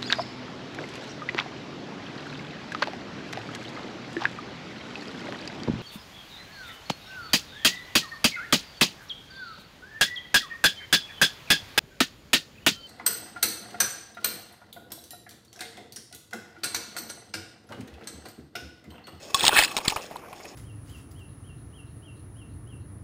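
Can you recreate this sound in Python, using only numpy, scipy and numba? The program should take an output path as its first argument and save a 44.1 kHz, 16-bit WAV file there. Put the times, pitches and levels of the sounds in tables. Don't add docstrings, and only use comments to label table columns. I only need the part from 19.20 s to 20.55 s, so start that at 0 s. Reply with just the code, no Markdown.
import sys
import numpy as np
from scipy import signal
from scipy.io import wavfile
from scipy.ndimage import uniform_filter1d
from numba import njit

SR = 44100
rng = np.random.default_rng(int(sys.argv[2]) if len(sys.argv) > 2 else 0)


def store_pcm(level_fs):
    pcm = np.round(np.clip(level_fs, -1, 1) * 32767).astype(np.int16)
    wavfile.write(sys.argv[1], SR, np.atleast_2d(pcm).T)


def invert_db(level):
    return 10 ** (np.asarray(level, dtype=float) / 20)


N = 59535
RISE = 0.076


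def level(x, db):
    return x * invert_db(db) / np.sqrt(np.mean(x ** 2))


def band(x, hz, width):
    return signal.lfilter(*signal.iirpeak(hz, hz / width, fs=SR), x)


def walk(rate):
    k = int(SR / rate)
    steps = np.repeat(rng.standard_normal(N // k + 1), k)
    return 1.3 * uniform_filter1d(uniform_filter1d(steps, k), k)[:N]


@njit
def ring(n, start, turn, fade, size):
    out = np.zeros(n)
    for k in range(len(start)):
        first = int(np.ceil(start[k]))
        step = np.exp(1j * turn[k] - fade[k])
        z = size[k] * np.exp((1j * turn[k] - fade[k]) * (first - start[k]))
        for i in range(max(first, 0), min(n, first + int(7 / fade[k]))):
            out[i] += z.imag
            z *= step
    return out


def grains(s, hz, t60, size):
    s, hz, t60, size = (1. * a.ravel() for a in np.broadcast_arrays(s, hz, t60, size))
    return ring(N, s * SR, 2 * np.pi * hz / SR, np.log(1000) / (t60 * SR), size)


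def soft(s, hz, t60, size, rise):
    onset = t60 * np.clip(rise, .02, .6)
    return grains(s, hz, t60, size) - grains(s, hz, onset, size)


# [f/Hz, level/dB per Hz]
WOOD_SPECTRUM = [(30, -4), (450, 4), (700, 2.5), (1100, -19), (2400, -7), (3200, -23), (4400, -52),
                 (5400, -10)]
WOOD_DB = -49


def wood():
    out, (f, d) = 0, np.array(WOOD_SPECTRUM).T
    for hz in 30 * 2 ** np.arange(0, 7.7, 1 / 3):
        db = np.interp(np.log(hz), np.log(f), d) + 1.1 * walk(23.83)
        noise = band(rng.standard_normal(N), hz, hz / 3)
        out = out + invert_db(db) * band(noise, hz, hz / 3)
    return level(out, WOOD_DB + 1.5)


GRAINS_PER_S = 1300


def scrape(modes):
    out = 0
    for hz, width, db in modes:
        u = rng.random((3, N))
        slips = (u[0] < GRAINS_PER_S / SR) * invert_db(9 * u[1] ** 2) * np.sign(u[2] - .5)
        slips = slips / slips.std() + .5 * rng.standard_normal(N)
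        rung = level(band(slips, hz * 1., width), db)
        out = out + rung * invert_db(3.5 * walk(70))
    return level(out, 0)


# [t/s, level/dB, thick stems level/dB, dry leaves level/dB]
PUSH_COURSE = [(0, -47, -10, 2), (0.139, -54, 6.5, 8.5), (0.162, -33, -0.5, 7.5), (.2, -28, -9.5, -9),
               (0.274, -23.5, -4, 4), (0.298, -29.5, -0.5, -13), (0.343, -24.5, -1.5, -4.5),
               (0.368, -18, -11.5, -13), (0.443, -23, -27, -3.5), (0.469, -37, 0.5, -6),
               (.635, -51, 3, 5.5), (.74, -49.5, -0.5, 10.5), (0.799, -48, 12, 2), (0.849, -43, -10, 5),
               (.9, -54, 7.5, 4.5), (1.042, -72.5, 18.5, 10), (1.17, -55, 3.5, 4), (1.35, -56.5, 2.5, 4)]
# [f/Hz, width/Hz, level/dB]
THIN_TWIGS = [(1620, 530, 0.5), (2600, 83, 2.5), (3360, 550, 4), (4160, 71, -2), (2200, 600, -19)]
# [f/Hz, width/Hz, level/dB]
THICK_STEMS = [(377, 290, 2.6), (803, 110, 2.7), (1120, 84, 1.5)]
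# [f/Hz, width/Hz, level/dB]
DRY_LEAVES = [(5420, 600, 19), (4200, 2100, -25)]


def scraping(t):
    s, db, thick_db, leaf_db = np.array(PUSH_COURSE).T
    mix = scrape(THIN_TWIGS)
    mix = mix + invert_db(np.interp(t, s, thick_db)) * scrape(THICK_STEMS)
    mix = mix + invert_db(np.interp(t, s, leaf_db)) * scrape(DRY_LEAVES)
    return mix * invert_db(np.interp(t, s, db) - 2 + 1.5 * walk(90))


# [t/s, peak level/dB, f/Hz, tearing
# time/ms]
TWIG_SNAPS = [(.1955, -9, 5350, 1.7), (0.2072, -5.5, 3690, 1.44), (.214, -13, 2674, 15),
              (.2325, -10, 3330, 5.7), (0.2514, 4, 4180, 2.24), (.2655, 0.5, 3660, 1.04),
              (0.2678, -4, 3180, 1.3), (0.271, -4, 3340, 11.5), (.2793, 3, 3995, 1.2),
              (0.2812, 3, 4200, 1.5), (0.3241, -21, 2700, 4.7), (0.352, -8, 2510, 9.1),
              (0.3656, 0, 2570, 3.75), (.372, -4.5, 1785, 4.2), (.381, -2, 1753, 4.9),
              (.3886, 4, 2420, 2.3), (.3888, 2, 4630, 2.9), (.4135, -4.5, 2970, 4.5),
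              (.423, -11.5, 2000, 3.5), (0.4353, -6, 3310, 3.5), (0.4455, -1.5, 4200, 3.4),
              (0.48, -22, 2700, 1.45), (.511, -22, 2460, 4.9),
              (.031, -26.5, 4200, 4.4), (.5662, -5.5, 3847, 2.2), (0.5664, -18, 2600, 1.5),
                    (.570, -8, 3740, 5.4), (.578, -7.5, 3840, 3.5), (.585, -15, 3800, 4.8),
                    (.603, -23, 2510, 4.8), (.614, -31, 2200, 3.7), (.650, -9.5, 5400, 4.7),
                    (.656, -15, 2267, 6.9), (.6755, -13.5, 2600, 2.6), (.6803, 3, 4590, 2.18),
                    (.6825, -12, 3200, 2.3), (.6965, -3, 4980, 4.2), (.7015, -13, 2550, 2.5),
                    (0.7087, -10, 5780, 0.82), (.7612, -18, 4850, 2.15), (.765, -18, 2410, 2.9),
                    (.771, -18, 2890, 4.5), (.9665, -26.5, 3800, 1.9), (1.129, -24.5, 2400, 4.9),
                    (1.203, -27.5, 2200, 8), (1.253, -23.5, 2390, 4.6)]
PITCH_CYCLES, SPLINTER_CYCLES = 24.5, 9.7
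SPLINTER_DB, SNAP_DB, TEAR_FADE_DB = -4, -8.5, -10


def snaps(table, octaves=0.91, count=7):
    s, db, hz, ms = np.array(table).T[:, :, None]
    u, k = rng.random((len(table), 6, count)), np.arange(count)
    delay = ms / 1000 * (k + u[:, 0] * (k > 0)) / count
    when = s + np.round(delay * hz) / hz
    size = invert_db(db + SNAP_DB + TEAR_FADE_DB * k / count - 1.8 * (k == 0) - 6.8 * u[:, 1])
    own = hz * (1 + 0.2 * (u[:, 2] - .5))
    out = soft(when, own, PITCH_CYCLES / own, size, RISE)
    splinter_size = size * invert_db(SPLINTER_DB) * np.sign(u[:, 4] - .5)
    below = hz / 2 ** (octaves * u[:, 3])
    above = hz + (np.minimum(hz * 2 ** octaves, 5900) - hz) * u[:, 5]
    for splinter in (below, above):
        out = out + grains(when, splinter, SPLINTER_CYCLES / splinter, splinter_size)
    return out


# [t/s, peak level/dB, f/Hz, bounce delay/ms]
STEM_TAPS = [(0.031, -44, 710, 3.8), (0.241, -9, 930, 1.25), (0.2912, -17, 854, 2.3),
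             (0.329, -20.5, 472, 2.2), (.389, -7, 860, 2.15), (.395, -16, 843, 2.76), (0.425, -39, 920, 2),
             (.567, -14, 1073, 4.2), (0.584, -18, 894, 2.06), (.648, -21.5, 1140, 8.9),
             (0.7224, -16, 873, 2.6), (0.7614, -13.5, 1236, 2.5), (0.9115, -24.5, 680, 4.14),
             (0.958, -25.5, 1003, 2.06), (1.035, -40, 1142, 21), (1.084, -33, 1132, 2.8),
             (1.129, -27, 1070, 3.05), (1.201, -33, 1050, 6.8), (1.245, -30, 737, 4.3),
             (1.257, -34, 434, 8.5)]
# [ratio to its pitch, level/dB]
STEM_MODES = [(0.972, -1), (0.63, -28), (2.02, -11.5), (2.86, -8.5)]
TAP_CYCLES = 10


def taps():
    s, db, hz, ms = np.array(STEM_TAPS).T[:, :, None]
    ratio, mode_db = np.array(STEM_MODES).T
    weaker = mode_db < mode_db.max()
    spread = 0.12 * (rng.random((len(STEM_TAPS), len(ratio))) - .5) * weaker
    pitch = hz * ratio * (1 + spread)
    bounce = np.round(ms / 1000 * hz) / hz
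    out = 0
    for lag, lag_db in ((0, -2), (bounce, -2.5)):
        out = out + soft(s + lag, pitch, TAP_CYCLES / pitch, invert_db(db + mode_db + lag_db), RISE)
    return out


AFTER_DB, AFTER_S = -15, 0.011


def crumbs(table, count=24):
    s, db, hz, ms = np.array(table).T[:, :, None]
    u = rng.random((len(table), 3, count))
    when = s + ms / 1000 + AFTER_S * u[:, 0]
    pitch = np.clip(hz * 2 ** (1.14 * (u[:, 1] - .6)), 300, 5800)
    size = invert_db(db + AFTER_DB - 12.9 * u[:, 0] - 10.8 * u[:, 2])
    return grains(when, pitch, 12 / pitch, size)


# [t/s, peak level/dB]
FIRST_BREAK = [
    (0.1447, -4.5),
]
# [f/Hz, level/dB, t60/s]
FIRST_TWIG_MODES = [(1103, -6.5, 0.055), (3424, -2, 0.026), (3800, 0.5, 0.0096), (4380, -1, 0.024),
                    (5360, 3, 0.011), (2640, -17, 0.053), (1840, -8, 0.014)]


def clean_break():
    (s, db), (hz, mode_db, t60) = FIRST_BREAK[0], np.array(FIRST_TWIG_MODES).T
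    fibres = np.array([[0, -4.5], [.0008, -10.5], [.0035, -13.5]])  # delay/s, level/dB
    return soft(s + fibres[:, :1], hz, t60, invert_db(db + fibres[:, 1:] + mode_db), RISE / 2)


# [t/s, peak level/dB, length/ms]
CASE_KNOCKS = [
    (0.147, -17, 2.5),
    (0.2815, -18.5, 2.1),
    (0.3905, -18, 2.2),
    (0.568, -38, 2.2),
    (0.6805, -8.5, 3.44),
    (0.765, -28, 5.7),
]


def knocks():
    s, db, ms = np.array(CASE_KNOCKS).T
    return grains(s - ms / 2000, 600 / ms, 3 * ms / 1000, invert_db(db - 0.5))


# [t/s, peak level/dB, f/Hz]
BARK_TICKS = [(0.2078, -25, 3530), (0.2143, -18.5, 2540), (0.235, -9.5, 3570), (0.2417, -15, 3200),
              (0.2424, -17, 1910), (0.2509, -26, 3120), (0.2517, -23, 3900), (0.2517, -11, 5070),
              (0.2729, -8, 3340), (0.2791, -9, 3910), (0.2794, -6, 2960), (0.2804, -0.5, 5230),
              (0.2811, -16.5, 860), (0.2913, -10.5, 850), (0.2926, -15.5, 1740), (0.325, -15, 1420),
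              (0.329, -21, 597), (0.33, -20, 1550), (0.3534, -16, 3120), (0.3594, -11, 1440),
              (0.3617, -17, 3620), (0.3617, -25, 2740), (0.3634, -10.5, 1790), (0.3664, -20.5, 2540),
              (0.3667, -10, 1810), (0.3682, -12.5, 3360), (0.3736, -7.5, 2200), (0.3851, -8, 2530),
              (0.3889, -9, 3460), (0.3889, 0.5, 2518), (0.3891, -16, 946), (0.3946, -14, 818),
              (0.3951, -11, 1700), (0.4141, -20, 3060), (0.4228, -11, 1890), (0.425, -19, 825),
              (0.436, -10, 4870), (0.4363, -11, 2680), (0.446, -19, 2700), (0.5665, -9.5, 5460),
              (0.5665, -28, 1080), (0.5667, -30, 3640), (0.5784, -14.5, 5540), (0.5804, -24, 990),
              (0.5857, -21.5, 4260), (0.6805, -4.5, 4130), (0.6814, -18.5, 1900), (0.6822, -11.5, 3410),
              (0.6827, -17, 2290), (0.6864, -21, 1140), (0.7638, -22, 970), (0.7645, -26.5, 2420),
              (0.77, -25, 660), (0.8423, -32.5, 620), (0.9114, -33, 720), (0.9593, -22.5, 980),
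              (1.0371, -34.5, 950), (1.1344, -35, 790), (1.2606, -38.5, 595), (1.2689, -44, 620)]
TICK_CYCLES, TICK_MIN_S, TICK_RISE = 8.4, 0.0062, 0.24


def ticks():
    s, db, hz = np.array(BARK_TICKS).T
    t60 = TICK_MIN_S + TICK_CYCLES / hz
    return soft(s, hz, t60, invert_db(db + 3.5), TICK_RISE)


# [t/s, length/s, level/dB, f/Hz]
BRANCH_RUSTLES = [(.311, 0.021, -22, 1290), (.405, .026, -28.5, 840), (.423, .007, -20, 4670),
                  (.445, 0.0048, -17.5, 4810), (.598, 0.021, -36, 1050), (.643, 0.027, -33, 1020),
                  (.645, 0.017, -32, 2400), (.706, 0.031, -30, 1050), (.709, 0.022, -31, 2460),
                  (.772, 0.021, -35.5, 1010), (1.016, 0.06, -39, 1270), (1.196, .024, -49, 900),
                  (1.235, .004, -38.5, 5260), (1.291, .005, -50, 5400)]


def rustles(count=16):
    s, length, db, hz = np.array(BRANCH_RUSTLES).T[:, :, None]
    u = rng.random((len(BRANCH_RUSTLES), 3, count))
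    when = s + length * (np.arange(count) + u[:, 0]) / count
    pitch = np.minimum(hz + 600 * (u[:, 1] - .5), 5800)
    return soft(when, pitch, 0.004 + 8 / pitch, invert_db(db + 3.5 - 10.5 * u[:, 2]), 0.12)


# [t/s, f/Hz, level/dB]
STEM_CREAK = [
    (1.044, 616, -59),
    (1.07, 686, -48),
    (1.1, 755, -52),
    (1.126, 730, -45),
    (1.16, 590, -70),
]


def creak(t):
    s, hz, db = np.array(STEM_CREAK).T
    edge = np.clip(np.minimum(t - s[0], s[-1] - t) / 0.012, 0, 1)
    phase = 2 * np.pi * np.cumsum(np.interp(t, s, hz)) / SR
    return np.sin(phase) * invert_db(np.interp(t, s, db)) * edge


def scene():
    t = np.arange(N) / SR
    all_snaps = TWIG_SNAPS
    mono = clean_break() + snaps(all_snaps) + taps() + ticks()
    mono = mono + crumbs(all_snaps + STEM_TAPS) + knocks()
    mono = mono + scraping(t) + creak(t) + wood() + rustles()
    return np.array([mono, mono])


def top_cut(x):
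    return signal.sosfilt(signal.butter(12, 16510, fs=SR, output="sos"), x)


RUMBLE_CUT_HZ, TOP_HZ = 45, 15250
OVERLOAD, DRIFT_HZ, DRIFT_DB, SIDE_DB = 0.28, 300, -10.5, -41


def filtered(x, design):
    return signal.sosfilt(design, x)


def record(dry):
    x = filtered(dry[0], signal.butter(5, 5750., fs=SR, output="sos"))
    x = filtered(x, signal.butter(1, RUMBLE_CUT_HZ, "high", fs=SR, output="sos"))
    slow = signal.resample_poly(x, 40, 147)
    held = signal.resample_poly(np.repeat(slow, 4), 147, 160)[:N]
    smooth = filtered(held, signal.ellip(8, .3, 70, TOP_HZ, fs=SR, output="sos"))
    x = np.tanh(.8 * smooth) / .8
    bass = signal.butter(1, [30, DRIFT_HZ], "band", fs=SR, output="sos")
    rumble = uniform_filter1d(np.abs(x), 2000) * rng.standard_normal(N)
    rumble = filtered(rumble, signal.butter(2, 500, fs=SR, output="sos"))
    excess = np.maximum(np.abs(x) - OVERLOAD, 0)
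    side = invert_db(DRIFT_DB + 5.0) * filtered(excess, bass)
    side = side + invert_db(SIDE_DB + 19.0) * filtered(rumble, bass)
    return top_cut(np.array([x - side, x + side]))


dry = scene()
out = record(dry)
store_pcm(out)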